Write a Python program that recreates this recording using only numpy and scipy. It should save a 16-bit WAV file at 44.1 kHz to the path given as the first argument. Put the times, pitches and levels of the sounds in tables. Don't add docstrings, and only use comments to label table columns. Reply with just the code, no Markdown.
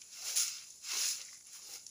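import sys
import numpy as np
from scipy import signal
from scipy.fft import rfft, irfft
from scipy.io import wavfile
from scipy.ndimage import uniform_filter1d, map_coordinates

SR = 44100
rng = np.random.default_rng(int(sys.argv[2]) if len(sys.argv) > 2 else 0)


def store_wav(level_fs):
    pcm = np.round(np.clip(np.atleast_2d(level_fs), -1, 1) * 32767)
    wavfile.write(sys.argv[1], SR, pcm.T.astype(np.int16))


N = 83790
T = np.arange(N) / SR


def amp(db):
    return 10 ** (np.asarray(db) / 20)


def unit(x):
    return x / np.sqrt(np.mean(x ** 2) + 1e-20)


def add(mix, start_s, sound):
    part = mix[max(round(start_s * SR), 0):][:len(sound)]
    part += sound[:len(part)]


def wander(span_s):
    hz = np.fft.rfftfreq(N, 1 / SR)
    return unit(irfft(rfft(rng.standard_normal(N)) * np.exp(-(hz * span_s) ** 2), N))


def colour(x, spectrum, size=2048):
    hz, db = np.transpose(spectrum)
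    bin_hz = abs(np.fft.fftfreq(size, 1 / SR)) + 1
    log_gain = np.log(amp(np.interp(np.log(bin_hz), np.log(hz), db)))
    response = np.exp(np.conj(signal.hilbert(log_gain)))
    taps = np.fft.ifft(response).real[:size // 2]
    return signal.oaconvolve(x, taps / np.linalg.norm(taps))[:len(x)]


def swells(rows):
    return sum(amp(level_db) * np.interp(T, np.cumsum(timing_s), [0, 1, 1, 0]) ** 2
               for *timing_s, level_db in rows)


def catches(rate_hz=130, max_jolt_db=-9.5, decay_s=0.01):
    jolts = rng.random(N) * (rng.random(N) < rate_hz / SR)
    return 1 + amp(max_jolt_db) * signal.lfilter([1], [1, -np.exp(-1 / (decay_s * SR))], jolts)


def slips(rate_hz, spread_db, clump_db, tufts=6):
    ring_s, ring_share = 0.0032, 0.64
    turn_s, turn_db, clump_s = 0.047, 5.5, 0.006
    t, out = np.arange(0, 0.015, 1 / SR), np.zeros(N)
    for _ in range(tufts):
        size_db = spread_db * np.minimum(rng.exponential(1, N), 4)
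        size_db += turn_db * np.tanh(wander(turn_s))
        clicks = amp(size_db) * rng.choice([-1, 1], N) * (rng.random(N) < rate_hz / tufts / SR)
        ring = rng.standard_normal(len(t)) * np.exp(-t / ring_s)
        ring *= ring_share / np.linalg.norm(ring)
        ring[0] += 1 - ring_share
        out += signal.oaconvolve(clicks, ring)[:N]
    out *= catches() * amp(clump_db * wander(clump_s))
    local_rms = np.sqrt(abs(uniform_filter1d(out ** 2, size=1300)) + 1e-9)
    return unit(out / local_rms)


# freq_hz, relative_db
AIR_SPECTRUM = [(20, -40), (40, -16.5), (60, -6.5), (120, -4.5), (250, -8), (600, -11.5), (1500, -19),
                (3300, -14), (4500, -6), (5300, -3), (7100, 8), (8200, -10.5), (9000, -6.5), (10000, 2),
                (11500, -12), (13300, -20), (15300, -11)]


def air(level_db=-57.5, waver_db=1.3, waver_s=0.006):
    return amp(level_db + waver_db * wander(waver_s)) * colour(rng.standard_normal(N), AIR_SPECTRUM)


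def yard(x, t60_s=0.1, tail_db=-18, wall_s=0.011, wall_db=-15):
    t = np.arange(SR // 2) / SR
    echoes = rng.standard_normal(len(t)) * (rng.random(len(t)) < 0.1) * amp(-60 * t / t60_s)
    echoes *= amp(tail_db) / np.linalg.norm(echoes)
    add(echoes, wall_s, amp([wall_db]))
    return x + signal.oaconvolve(x, echoes)[:N]


def ground_bounce(x, mean_delay_s=0.00134, swing=0.14, swing_s=0.189, echo_db=-12.5):
    delay_s = mean_delay_s * (1 + swing * np.tanh(wander(swing_s)))
    return x + amp(echo_db) * map_coordinates(x, [(T - delay_s) * SR], order=3)


# start_s, rise_s, hold_s, release_s, level_db
SAND_HISSES = [(.1, 0.045, 0.085, 0.028, -66), (.2, 0.05, 0.091, 0.068, -54), (.83, 0.15, .13, .08, -52),
               (1.51, 0.048, 0.022, .05, -61), (1.56, 0.17, 0.018, .06, -55)]
# freq_hz, relative_db
SAND_SPECTRUM = [(5000, -30), (9000, 0), (11500, -1), (13300, -7), (14500, 9), (15300, -1)]


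def sand():
    grains = slips(rate_hz=8100, spread_db=0.5, clump_db=-0.5)
    return colour(swells(SAND_HISSES) * grains, SAND_SPECTRUM)


# start_s, rise_s, hold_s, release_s, level_db
GRIT_SHOWERS = [(.54, 0.044, 0.04, 0.026, -64), (1.18, 0.018, 0.024, 0.095, -57),
                (1.255, 0.011, 0.11, 0.027, -59.5), (1.39, 0.012, .01, .03, -62.5)]
# freq_hz, relative_db
GRIT_SPECTRUM = [(500, -24), (1000, -13), (1200, -6), (1450, -2.5), (1750, -1.5), (2170, 8.5), (2550, -0.5),
                 (3000, -4), (3500, -13), (4200, -11), (6000, 9), (12000, -32)]


def grit():
    patter = slips(rate_hz=1500, spread_db=2.5, clump_db=4.5)
    return colour(swells(GRIT_SHOWERS) * patter, GRIT_SPECTRUM)


# start_s, rise_s, hold_s, release_s, level_db, pitch_hz
EARTH_SCUFFS = [(0.118, 0.12, 0.11, 0.078, -58.5, 712), (0.216, 0.048, 0.13, .04, -64, 556),
                (0.437, 0.028, 0.026, 0.035, -73, 780), (0.88, 0.067, 0.031, .04, -58, 389),
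                (0.858, .07, 0.037, 0.063, -54, 985), (0.923, 0.067, 0.072, .06, -62, 628),
                (1.175, 0.014, 0.0086, 0.069, -66, 534), (1.3, 0.024, 0.017, .02, -69.5, 1140),
                (1.531, 0.031, 0.022, 0.15, -68, 1130), (1.531, 0.16, .06, .07, -65.5, 473),
                (1.525, 0.2, 0.034, .06, -66, 770)]
# pitch_ratio, relative_db
SCUFF_SPECTRUM = [(.25, -36.5), (.5, -17.5), (.68, -6.5), (.9, -3.5), (1.05, 3.5), (1.2, -9), (1.6, -12.5),
                  (3, -16), (8, -20.5)]


def scuffs():
    friction = slips(rate_hz=1500, spread_db=-0.5, clump_db=-2)
    out = np.zeros(N)
    for *swell, pitch_hz in EARTH_SCUFFS:
        rub = swells([swell]) * np.roll(friction, rng.integers(N))
        out += colour(rub, np.multiply(SCUFF_SPECTRUM, [pitch_hz, 1]))
    return out


# start_s, level_db, pitch_hz
STALK_SNAPS = [(.0162, -56.5, 5600), (0.018, -64.5, 2730), (0.027, -77, 4540), (0.2128, -63, 5800),
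               (0.2838, -48.5, 5550), (.479, -46, 5860), (0.569, -63, 4500), (.583, -59, 3860),
               (0.705, -59.5, 6500), (1.021, -46.5, 5200), (1.087, -41.5, 7100), (1.2149, -51, 4970),
               (1.249, -58, 7340), (1.283, -65.5, 2100), (1.344, -63, 6940), (1.469, -63.5, 9900),
               (1.8662, -52, 5800), (1.891, -64, 6400)]
# freq_hz, relative_db
SNAP_SPECTRUM = [(400, 4), (2500, -2), (5000, -5), (7100, 3.5), (8300, -7), (10000, 4), (11500, 1),
                 (13300, -50), (15300, -6)]


def snaps(decay_s=0.0012, width_oct=0.58, rebound_s=0.0013, rebound_db=-6, tail_s=0.012, tail_db=-10):
    t, out = np.arange(2048) / SR, np.zeros(N)
    hz = np.fft.rfftfreq(len(t), 1 / SR) + 1
    crack = np.exp(-t / decay_s)
    rebound = amp(rebound_db) * (t > rebound_s) * np.exp(-abs(t - rebound_s) / decay_s)
    rustle = amp(tail_db) * np.exp(-t / tail_s)
    for start_s, level_db, pitch_hz in STALK_SNAPS:
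        burst = colour(rng.standard_normal(len(t)) * (crack + rebound + rustle), SNAP_SPECTRUM)
        body_db = -20 * np.log10(1 + (2 * np.log2(hz / pitch_hz) / width_oct) ** 2)
        snap = colour(burst, np.column_stack([hz, body_db]))
        add(out, start_s, amp(level_db) * unit(snap))
    return out


# start_s, rise_s, hold_s, release_s, level_db
LEAF_CRUSHES = [(.215, 0.047, 0.043, 0.14, -42), (.355, 0.0061, 0.042, 0.14, -28.5),
                (.93, 0.056, 0.12, 0.15, -37), (1.51, 0.022, 0.021, 0.067, -47.5),
                (1.6, .14, .02, 0.054, -50)]
# freq_hz, relative_db
LEAF_SPECTRUM = [(700, -42), (1500, -28.5), (2150, -14.5), (3400, -13), (5200, -7.5), (6200, -1), (6900, 6),
                 (7600, -8.5), (8300, -10), (9200, -11), (10000, -3.5), (11000, -9), (12300, -31),
                 (13700, -10.5), (14700, -25), (15300, -1.5)]


def leaves():
    crackle = slips(rate_hz=9100, spread_db=3.5, clump_db=1.5)
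    return colour(swells(LEAF_CRUSHES) * crackle, LEAF_SPECTRUM)


# time_s, straw_db, dirt_db
FIRST_FIRM_STROKE = [(0.1, -61, -68), (0.13, -48, -59.5), (0.214, -45, -55), (0.294, -35.5, -46),
                     (0.352, -41.5, -53), (0.366, -29.5, -44.5), (0.4, -32.5, -43.5), (0.542, -43, -54.5),
                     (0.612, -50.5, -55.5), (0.718, -53.5, -72.5), (0.8, -64, -77)]
SECOND_FIRM_STROKE = [(0.81, -59, -76), (0.846, -44.5, -54), (0.91, -36, -42), (1.044, -33, -40.5),
                      (1.112, -34, -49), (1.19, -47.5, -54), (1.212, -50.5, -49.5), (1.26, -52.5, -64),
                      (1.35, -52.5, -83), (1.44, -84, -90)]
LIGHT_STROKE = [(1.45, -66, -75), (1.474, -56, -62.5), (1.504, -57, -67.5), (1.55, -51, -57),
                (1.596, -55.5, -64.5), (1.628, -51, -64), (1.758, -45, -56), (1.84, -63.5, -75.5)]
# freq_hz, relative_db
STRAW_SPECTRUM = [(1500, -40), (3400, -17.5), (3750, -8), (4300, -9.5), (4650, -6), (5050, -0.5),
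                  (5650, -1), (6150, 0.5), (6500, -1.5), (7050, 0), (7600, -7), (8300, -20.5), (9000, -13),
                  (10000, -10), (11000, -18), (12300, -23.5), (13500, -30), (14600, -16), (15300, -11)]
DIRT_SPECTRUM = [(300, -38), (700, -20.5), (1100, -7), (1400, -3.5), (1700, -6.5), (1950, -4.5), (2170, 2),
                 (2400, -1), (2700, 3), (3100, 1.5), (3420, -6.5), (3750, 1), (4300, 1.5), (5500, -10),
                 (9000, -34)]


def broom(straw_trim_db=-3, dirt_trim_db=-1):
    time_s, straw_db, dirt_db = np.vstack([FIRST_FIRM_STROKE, SECOND_FIRM_STROKE, LIGHT_STROKE]).T
    tips = slips(rate_hz=14000, spread_db=2, clump_db=0.55)
    tips *= amp(straw_trim_db + np.interp(T, time_s, straw_db))
    rasp = slips(rate_hz=8000, spread_db=2.5, clump_db=0.8)
    rasp *= amp(dirt_trim_db + np.interp(T, time_s, dirt_db))
    return colour(tips, STRAW_SPECTRUM) + colour(rasp, DIRT_SPECTRUM)


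def scene():
    sweeping = ground_bounce(broom()) + scuffs() + sand() + leaves() + grit() + snaps()
    return (yard(sweeping) + air())[None]


def record(dry, cutoff_hz=15470):
    taps = signal.firwin(601, cutoff_hz, window=("kaiser", 9), fs=SR)
    return signal.oaconvolve(dry, taps[None], "same")


dry = scene()
out = record(dry)
store_wav(out)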